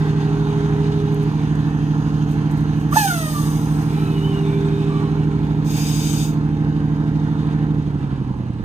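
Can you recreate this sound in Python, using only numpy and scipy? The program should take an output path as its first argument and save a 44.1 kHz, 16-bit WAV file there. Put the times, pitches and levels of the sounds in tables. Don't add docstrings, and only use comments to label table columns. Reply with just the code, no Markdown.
import sys
import numpy as np
from scipy import signal
from scipy.fft import rfft, irfft, dct
from scipy.io import wavfile
from scipy.ndimage import uniform_filter1d

SR = 44100
rng = np.random.default_rng(int(sys.argv[2]) if len(sys.argv) > 2 else 0)


def decibels_to_gain(level_db):
    exponent = np.asarray(level_db, float) / 20
    return 10 ** exponent


def wav_record(signal):
    frames = np.transpose(np.atleast_2d(signal))
    bounded = np.clip(frames, -1, 1)
    quanta = np.round(bounded * 32767).astype(np.int16)
    wavfile.write(sys.argv[1], SR, quanta)


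N = 381024
T = np.arange(N) / SR

# time_s, cycle_hz
CRANK = [(0.0, 12.672), (1.6, 12.698), (2.4, 12.674), (2.8, 12.709), (3.2, 12.836), (4.4, 12.823),
         (5.2, 12.751), (6.4, 12.725), (6.8, 12.752), (7.75, 12.748)]
FIRINGS = [(.1889, 2.035), (.3601, 1.164), (.6388, .302), (.69, 2.145), (.914, .501), (.9433, .92)]
# time_s, level_db
FACING = [(0.0, 0.3), (1.0, -.9), (1.7, -3.4), (2.4, -3.4), (3.6, -2.5), (4.6, -2), (5.3, -4), (5.9, -3.6),
          (6.4, -5), (7.5, -4.6), (8.64, -9)]
FUEL_STOPS_S, FUEL_STOP_RISE_S = 7.79, .04
ENGINE_CUT_DB, ENGINE_FADE_DB = -5, -8


def evened(x):
    return x / np.sqrt(np.mean(x ** 2) + 1e-20)


def columns(rows):
    s, *values = np.transpose(rows)
    return [np.interp(T, s, v) for v in values]


def span(start, end):
    return slice(max(round(start * SR), 0), round(end * SR))


def wander(hz, count=1):
    size = N // 32
    smooth = 1 + (np.fft.rfftfreq(size, 32 / SR) / hz) ** 4
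    spectrum = rfft(rng.standard_normal((count, size))) / smooth
    return evened(irfft(spectrum, size)).repeat(32, axis=1)


def coloured(x, points):
    f, db = np.transpose(points)
    log_hz = np.log(np.fft.rfftfreq(N, 1 / SR) + 1)
    gain = decibels_to_gain(np.interp(log_hz, np.log(f + 1), db, -120, -120))
    return evened(irfft(rfft(x) * gain, N))


def noise(points):
    return coloured(rng.standard_normal((2, N)), points)


def bounced(x, bumps):
    f = np.fft.rfftfreq(N, 1 / SR)
    gain_db = sum(db * np.exp(-((f - hz) / width) ** 2) for hz, width, db in bumps)
    return irfft(rfft(x) * decibels_to_gain(gain_db), N)


def swell(start, rise, hold, db, shape, t=T):
    rise_power, fall_db, fall_power = shape
    after = np.maximum(t - start - rise - hold, 0)
    fall = decibels_to_gain(np.maximum(db + fall_db * after ** fall_power, -150))
    return np.clip((t - start) / rise, 0, 1) ** rise_power * fall


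def fuel_cut_db(step_db, fade_db, power=1):
    drop = step_db * np.clip((T - FUEL_STOPS_S) / FUEL_STOP_RISE_S, 0, 1)
    return drop + fade_db * np.maximum(T - FUEL_STOPS_S, 0) ** power


def strokes(turns, pattern, power):
    return sum(a ** power * (np.diff((turns - place) // 1, prepend=-1) > 0) for place, a in pattern)


def jet(gain, points, flicker_db):
    return gain * decibels_to_gain(flicker_db * wander(40.0)) * noise(points)


def tone(start, end, hz, levels, wobble, flutter_db):
    on, out = span(start, end), np.zeros(N)
    flutter = wander(30.0, count=len(levels))[:, on]
    turns = np.cumsum(hz * (1 + wobble * wander(62.0)[0, on])) / SR
    stack = sum(decibels_to_gain(db + flutter_db * flutter[k]) * np.cos(2 * np.pi * (k + 1) * turns)
                for k, db in enumerate(levels))
    edge = np.clip(np.minimum(T[on] - start, end - T[on]) / .012, 0, 1)
    out[on] = np.sqrt(2) * stack * edge
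    return out


def crank_turns():
    off_s, sag_hz_per_s = 7.78, 3.75
    cycle_hz = columns(CRANK)[0] - sag_hz_per_s * np.maximum(T - off_s, 0)
    return np.cumsum(cycle_hz) / SR


def exhaust(turns):
    # cycle_order, rms_db
    order_levels = [(3, -47.5), (4, -43), (5, -47), (6, -41), (7, -54.5), (8, -52.5), (9, -32), (10, -39.5),
                    (11, -38), (12, -20.5), (13, -31.0), (14, -39.5), (15, -40), (16, -32.5), (17, -34.5),
                    (18, -36), (19, -36.5), (21, -41.5), (22, -31), (23, -32), (24, -42), (25, -37.5),
                    (26, -43), (28, -50), (32, -47.5), (33, -57.5), (34, -48.5), (35, -46.5), (36, -54)]
    pipe_hz, pipe_width_hz, pipe_turn_rad = 253.5, 188, -.654
    facing_db = columns(FACING)[0]
    boom_db = .6 + .25 * facing_db
    firing_db = boom_db + fuel_cut_db(-2.8, -14, 3.0)
    low_db = boom_db + fuel_cut_db(ENGINE_CUT_DB, ENGINE_FADE_DB)
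    growl_db = -1.4 - .4 * facing_db + fuel_cut_db(ENGINE_CUT_DB, ENGINE_FADE_DB)
    place, strength = np.transpose(FIRINGS)
    flutter, out = wander(8.0, count=4), np.zeros(N)
    firing, low, growl = (decibels_to_gain(db + 0.18 * flutter[3]) for db in (firing_db, low_db, growl_db))
    for order, db in order_levels:
        hz = order * CRANK[0][1]
        pipe = 1j * hz / (pipe_hz ** 2 - hz ** 2 + 1j * hz * pipe_width_hz)
        firings = np.sum(strength * np.exp(-2j * np.pi * order * place))
        lag = np.angle(pipe * firings) + pipe_turn_rad
        load = firing if order == 12 else low if order < 14.5 else growl
        shake = .004 * order * flutter[int(order) % 3]
        out += decibels_to_gain(db) * load * np.cos(2 * np.pi * order * turns + lag + shake)
    return np.sqrt(2) * out


def block(turns):
    # pitch_hz, density_db (dB per Hz)
    rumble_colour = [(25, -29), (45, -7), (60, -7), (150, -7), (300, -1.5), (360, -4), (450, -18.5),
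                     (560, -13)]
    clatter_colour = [(260, -37), (450, 0.5), (478, -11), (514, -17), (615, -14.5), (670, -10.5),
                      (807, -2.5), (863, -2.5), (940, -4.5), (1050, -6), (1130, -10.5), (1550, -14.5),
                      (2200, -25), (2860, -58), (4840, -120)]
    fizz_colour = [(1180, -7), (2000, -5), (2360, -3), (2830, -2), (3190, -4.5), (3540, -5), (5050, -13.5),
                   (5600, -17.5), (6480, -11), (7450, -21.5), (8190, -20), (10500, -27), (12500, -30),
                   (14000, -26.5), (14900, -39.5), (15800, -56)]
    facing_db = columns(FACING)[0]
    puff = sum((a / 2) ** 3 * np.exp(-((turns - place) % 1) / 0.037) for place, a in FIRINGS)
    knocks = strokes(turns, FIRINGS, 0.6) * decibels_to_gain(1.3 * rng.standard_normal(N))
    knocks = coloured(knocks, clatter_colour) * [[1], [0]]
    clatter = noise(clatter_colour) * (1 + 0.34 * puff) * decibels_to_gain(.9 * wander(15.0))
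    clatter = evened(clatter + 0.27 * knocks)
    fizz = evened(noise(fizz_colour) * (1 + 0.57 * puff) * decibels_to_gain(1.1 * wander(20.0)))
    rumble = decibels_to_gain(-36 + fuel_cut_db(0.1, -4)) * noise(rumble_colour)
    return rumble + decibels_to_gain(-36 + facing_db) * clatter + decibels_to_gain(-46 + 1.1 * facing_db) * fizz


def rattle(turns):
    # cycle_order, rms_db
    rattle_levels = [(40, -53.5), (42, -60), (43, -62), (46, -57), (51, -58.5), (53, -51.5), (55, -57),
                     (60, -52.5), (64, -51), (68, -52.5), (70, -53.5), (83, -54), (99, -59.5), (107, -59),
                     (125, -58)]
    sway = wander(4.6, count=len(rattle_levels) + 1)
    facing_db = np.interp(T, [4.6, 5.6], [-9, 0])
    shaken = turns + .002 * sway[-1]
    lines = np.zeros(N)
    for (order, db), s in zip(rattle_levels, sway):
        level = decibels_to_gain(db + 2.4 * s + (order < 50) * facing_db)
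        lines += level * np.cos(2 * np.pi * (order * shaken + rng.random()))
    return np.sqrt(2) * lines * decibels_to_gain(fuel_cut_db(ENGINE_CUT_DB, ENGINE_FADE_DB) - 4)


def far_engine():
    # cycle_order, rms_db
    far_levels = [(3, -50.5), (4, -38.5), (5, -44), (6, -38), (8, -38.5), (10, -40.5)]
    cycle_hz = 15.0 * (1 + 0.0062 * wander(0.68)[0])
    turns = np.cumsum(cycle_hz) / SR
    sway = wander(3.0, count=len(far_levels))
    lines = sum(decibels_to_gain(db + 2.2 * s) * np.cos(2 * np.pi * (order * turns + rng.random()))
                for (order, db), s in zip(far_levels, sway))
    return np.sqrt(2) * lines


def air_leak():
    # pitch_hz, density_db (dB per Hz)
    leak_colour = [(1500, -9), (2250, -14), (2900, 0.1), (3600, -9), (5500, -17), (6400, -5), (7600, -20),
                   (14500, -27), (15100, -45)]
    gain = swell(start=-.1, rise=.2, hold=2.8, db=-54, shape=(.7, -60, 1.0))
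    return jet(gain, leak_colour, 1.1)


def groans():
    # start_s, rise_s, hold_s, fall_db (after 1 s), level_db
    groan_rows = [
        (-.1, .12, 1.21, -170, -30.7),
        (3.86, .72, .1, -14, -25.5),
    ]
    # first_hz, last_hz, settle_s
    groan_pitch = [(394, 411, .25), (391, 405, .8)]
    ends_s = (1.29, 5.6)
    out, stutter_db = np.zeros(N), -3 * abs(wander(18.0)[0]) * (T < .36)
    for (start, rise, hold, fall_db, db), (first, last, settle), end in zip(groan_rows, groan_pitch, ends_s):
        on = span(start, end)
        hz = last + (first - last) * np.exp(-(T[on] - start) / settle)
        sung = tone(start, end, hz, [stutter_db[on]], 0.0016, 0.35)
        out += swell(start, rise, hold, db, (.6, fall_db, 1)) * sung
    return out


def ticks():
    # start_s, peak_db, length_s
    short_ticks = [(1.124, -50, .003), (1.1443, -42, 0.004), (1.23, -45, 0.004), (1.5524, -47, 0.004),
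                   (1.5994, -50, 0.004), (2.062, -57, 0.004), (2.5122, -40, 0.004), (2.5725, -44, 0.004),
                   (2.607, -47, 0.004), (2.6374, -51, .003), (5.0968, -55, .003), (5.45, -56, .003),
                   (5.5453, -58, .003), (6.4587, -57, .003), (8.3754, -58, .003)]
    long_scuffs = [(1.22, -53, .015), (2.29, -53, .03), (2.31, -51, .03), (2.52, -55, .02),
                   (2.58, -55, .02), (2.76, -56, .04), (2.8, -55, .04), (7.74, -60.5, .02)]
    shape = np.zeros(N)
    for s, db, length in short_ticks + long_scuffs:
        on = span(s, s + .3)
        attack = np.clip((T[on] - s) / .0007, 0, 1)
        shape[on] += decibels_to_gain(db - 2.5) * attack * np.exp(-(T[on] - s) / max(length, 1e-4))
    return shape * noise([(3000, -21), (6000, 2), (9000, 3), (12000, -1), (14000, 1.5), (15800, -15.5)])


def air_dump():
    # pitch_hz, density_db (dB per Hz)
    blast_colour = [(1120, -24), (1900, -3), (2020, -17.5), (2350, -7.5), (2760, -3), (3010, 0), (3860, -3),
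                    (5130, -3), (5650, -6.5), (6340, 4.5), (7370, -7.5), (8200, 0), (11900, -5.5),
                    (14200, -3), (15800, -8)]
    blast = swell(start=2.897, rise=.073, hold=0.03, db=-24, shape=(2.1, -48, 1.3))
    bleed = swell(start=2.95, rise=.1, hold=0.01, db=-41, shape=(1.1, -11.5, 1.2))
    return jet(np.hypot(blast, bleed), blast_colour, .8)


def whistle():
    # time_s, pitch_hz, pressure_db
    valve_glide = [(2.915, 570, -38), (2.931, 590, -28), (2.955, 705, -31), (2.97, 876, -20),
                   (3.02, 836, -22.5), (3.117, 712, -26), (3.239, 630, -29), (3.403, 582, -39),
                   (3.6, 561, -51)]
    partials_db = [0.1, -2.5, -14, -21, -18, -20]
    # pitch_hz, width_hz, gain_db
    air_line = [(560, 42, -26), (625, 25, -4), (680, 40, -4), (785, 15, 10), (745, 12, -12), (876, 16, 9),
                (1182, 24, 10), (1285, 16, -18), (1208, 9, -16), (1450, 60, 7), (1590, 45, -12),
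                (1750, 30, 5), (1890, 50, 9), (2150, 120, -1.5), (2330, 40, -10), (2600, 60, 4)]
    start, end = valve_glide[0][0], valve_glide[-1][0]
    hz, pressure_db = np.array(columns(valve_glide))[:, span(start, end)]
    levels = []
    for k, db in enumerate(partials_db):
        line_db = sum(b * np.exp(-(((k + 1) * hz - f) / w) ** 2) for f, w, b in air_line)
        levels.append(pressure_db + db + line_db)
    return tone(start, end, hz, levels, .008, 2.4)


def drag():
    # pitch_hz, density_db (dB per Hz)
    lining = [(1500, -14), (2450, 0.1), (2750, -5), (3000, -1), (3300, -7), (3600, -1), (4500, -14),
              (9000, -20)]
    gain = swell(start=3.8, rise=.2, hold=.95, db=-49.5, shape=(.7, -45, 1))
    return gain * decibels_to_gain(1.5 * wander(9.0)) * noise(lining)


def squeak(start, length, hz, db, over_db):
    place = np.clip((T[span(start, start + length)] - start) / length, 0, 1)
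    sag = 1 - np.sin(np.pi * place ** .75)
    level = db - 7 * sag
    levels = [level, level + over_db, level + over_db - 1.5]
    return tone(start, start + length, hz * (1 - .02 * sag), levels, .013, 2.4)


def squeaks():
    # start_s, length_s, top_pitch_hz, level_db, overtones_db
    squeak_rows = [(3.92, .25, 1310, -48.5, -6), (3.93, .12, 2400, -52, -30), (3.96, .2, 3020, -52, -30),
                   (4.02, .14, 2570, -52, -30), (4.145, .09, 2925, -41, -35), (4.22, .11, 3025, -38, -35),
                   (4.32, .1, 2875, -40, -35), (4.44, .16, 1185, -59, 10), (4.62, .3, 1230, -66, 10),
                   (4.89, .135, 1165, -31, -22), (5.025, .065, 1080, -39, -22)]
    smear = rng.standard_normal(3500) * np.exp(-T[:3500] / 0.024)
    direct = sum(squeak(*row) for row in squeak_rows)
    return .8 * direct + 0.4 * signal.oaconvolve(direct, smear / np.linalg.norm(smear))[:N]


def air_vent():
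    # pitch_hz, density_db (dB per Hz)
    vent_colour = [(1120, -54), (1900, -20), (2390, -2.5), (3040, -3), (3290, -4.5), (3660, -0.5),
                   (4040, -8), (5080, -1), (5600, -7.5), (6510, 4), (7440, -6), (8200, -5.5), (10700, -12),
                   (14500, -7), (15800, -9)]
    gain = swell(start=5.643, rise=.17, hold=.4, db=-34, shape=(.58, -1000, 1.9))
    return jet(gain, vent_colour, .7)


def coasting(turns):
    # pitch_hz, width_hz, level_db
    muffler = [(63, 41, -5.5), (102, 40, -2), (199, 47, 3.5), (282, 49, 1), (416, 90, -12)]
    pop_places = [(0.299, 0.91), (.84, 0.54)]
    t = T[:6000]
    ring = sum(decibels_to_gain(db) * np.exp(-np.pi * width * t) * np.sin(2 * np.pi * hz * t) for hz, width, db in muffler)
    ring = ring * (1 - np.exp(-t / 0.0047))
    pops = signal.oaconvolve(strokes(turns, pop_places, 0.9), ring)[:N]
    onset = np.clip((T - FUEL_STOPS_S) / FUEL_STOP_RISE_S, 0, 1)
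    return onset * decibels_to_gain(-28 + fuel_cut_db(0, -3)) * evened(pops)


def shimmer(x):
    patch_db, streak_db, calm_below_hz = 1.0, 1.5, 1800
    z = signal.stft(x, nperseg=1024, noverlap=768)[2]
    a, b = rng.standard_normal((2,) + z.shape[1:])
    patches = evened(uniform_filter1d(uniform_filter1d(a, size=12, axis=0), size=20, axis=1))
    streaks = uniform_filter1d(uniform_filter1d(b, size=3, axis=0), size=60, axis=1)
    streaks = evened(uniform_filter1d(streaks, size=40, axis=1))
    reach = np.clip(np.fft.rfftfreq(1024, 1 / SR) / calm_below_hz, .3, 1)[:, None]
    field = decibels_to_gain(reach * (patch_db * patches + streak_db * streaks))
    return signal.istft(z * evened(field), nperseg=1024, noverlap=768)[1][:, :N]


def ports(shared, apart, tones):
    # pitch_hz, likeness (0-1), left_right_db, right_leads_rad
    port_rows = [(60, 0.84, -3.5, .1), (278, 0.89, -2, 0.45), (744, 0.31, -7.5, 0.15), (1200, 1, -3, 1.56),
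                 (1886, 0.49, -1.5, 2.67), (2270, 0.25, -4, 5.1), (2760, 0.57, -1.5, 6.2),
                 (3400, 0.92, 4, 7.46), (4470, .3, 2, 9.4), (6260, .4, 11, 12), (7900, .4, 1, 14),
                 (9600, .2, -2.5, 15), (10800, .6, -4, 15.7), (12200, 1, 1, 18.85)]
    f, *values = np.transpose(port_rows)
    same, balance_db, lead = (np.interp(np.fft.rfftfreq(N, 1 / SR), f, v) for v in values)
    same, gain, turn = np.clip(same, 0, 1), decibels_to_gain(balance_db / 2), np.exp(1j * lead)
    a, b, c = rfft(shared), rfft(apart), rfft(tones)
    mean = np.sqrt(gain ** 2 + gain ** -2 + 2 * same * np.cos(lead)) / 2
    left = gain * (a + c)
    right = turn / gain * (same * a + np.sqrt(1 - same ** 2) * b + c)
    return irfft(np.array([left, right]) / mean, N)


def scene():
    # pitch_hz, width_hz, gain_db
    jet_bands = [(2000, 110, -20), (3680, 60, 0.5), (4050, 90, -11), (4520, 70, -5), (5010, 70, 4),
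                 (7250, 120, -3), (7980, 70, 1.5), (8600, 300, -2)]
    # pitch_hz, width_hz, gain_db
    deck_path = [(554, 60, 0), (1740, 120, 1.5), (2058, 72, -1.5), (3000, 120, 1), (3710, 82, 1.5),
                 (4080, 65, -1.5), (4530, 120, -4.5), (5030, 90, 1.5), (5530, 150, -2.5), (6190, 73, 1),
                 (7500, 200, -5), (8030, 72, 5), (10840, 280, -7.5), (12000, 250, -7), (12600, 2600, 2.5)]
    # time_s, left_right_db
    hand_turn = [(0, .4), (.8, .4), (1.5, -.2), (2.7, -.3), (3.7, .4), (4.4, .3), (5.2, -.1), (7, -.2),
                 (8.64, -.6)]
    turns = crank_turns()
    hiss = block(turns) + bounced(air_dump() + air_vent(), jet_bands)
    hiss += air_leak() + ticks() + drag()
    brakes = groans() + whistle() + squeaks()
    brakes += 0.26 * np.roll(brakes, 1500) + 0.086 * np.roll(brakes, 3100)
    tones = exhaust(turns) + rattle(turns) + far_engine() + coasting(turns) + brakes
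    shared, apart = bounced(shimmer(hiss), deck_path)
    return ports(shared, apart, tones) * decibels_to_gain(columns(hand_turn)[0] * [[.5], [-.5]])


def starve(x, hop=1024, grid=435):
    # pitch_hz, zone_db
    dead_zone = [(700, -45), (1600, -30), (1860, -24), (2000, -9), (2130, -20), (3900, -22), (4060, -11),
                 (4250, -22), (4520, -13), (4800, -24), (6800, -26), (7350, -7), (7900, -15), (9000, -9),
                 (10200, -3), (10600, 5), (12400, 4), (13000, 2.5), (14400, 1.5), (15200, 3), (15600, 12),
                 (16000, 30)]
    # pitch_hz, level_db
    faintest = [(9500, -83), (10600, -72), (14300, -73), (14800, -63)]
    # pitch_hz, spread_db
    zone_luck = [(7000, 8), (10500, 7), (14400, 6), (14900, 4)]
    window = np.sin(np.pi * (np.arange(2 * hop) + .5) / (2 * hop))
    pair = np.pad([x[0] + x[1], x[0] - x[1]], ((0, 0), (2 * hop - grid, 3 * hop)))
    frames = pair.shape[1] // hop - 1
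    places = np.arange(frames)[:, None] * hop + np.arange(2 * hop)
    a, b, c, d = np.split(pair[:, places] * window, 4, axis=2)
    z = dct(np.dstack([-c[..., ::-1] - d, a - b[..., ::-1]]), 4, norm="ortho")
    luck = rng.standard_normal((2, frames, hop // 16)).repeat(16, axis=2)
    hz = np.arange(hop) * SR / 2 / hop
    starved_db, faint_db, luck_db = (np.interp(hz, *np.transpose(rows))
                                     for rows in (dead_zone, faintest, zone_luck))
    zone_db = starved_db + luck_db * uniform_filter1d(luck, size=2, axis=1)
    nearby = np.sqrt(abs(uniform_filter1d(z ** 2, size=130)) + decibels_to_gain(faint_db) ** 2)
    z = z * (abs(z) > decibels_to_gain(zone_db) * nearby)
    u, v = np.split(dct(z, 4, norm="ortho"), 2, axis=2)
    out = np.dstack([v, -v[..., ::-1], -u[..., ::-1], -u]) * window
    lapped = out[:, 1:, :hop] + out[:, :-1, hop:]
    mid, side = lapped.reshape(2, -1)[:, hop - grid:][:, :N]
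    return np.array([mid + side, mid - side]) / 2


def band_limit(x):
    return signal.sosfilt(signal.butter(12, 15980, fs=SR, output="sos"), x)


def record(dry):
    start_s, fall_s, hold_s, recovery_s, duck_db = 2.95, .07, .25, .15, -4.3
    times_s = np.cumsum([start_s, fall_s, hold_s, recovery_s])
    dry = dry * decibels_to_gain(np.interp(T, times_s, [0, duck_db, duck_db, 0]))
    limited = 1.6 * np.tanh(dry / 1.6)
    bass_cut = signal.filtfilt(*signal.butter(2, 28, "high", fs=SR), limited)
    return band_limit(starve(bass_cut))


dry = scene()
out = record(dry)
wav_record(out)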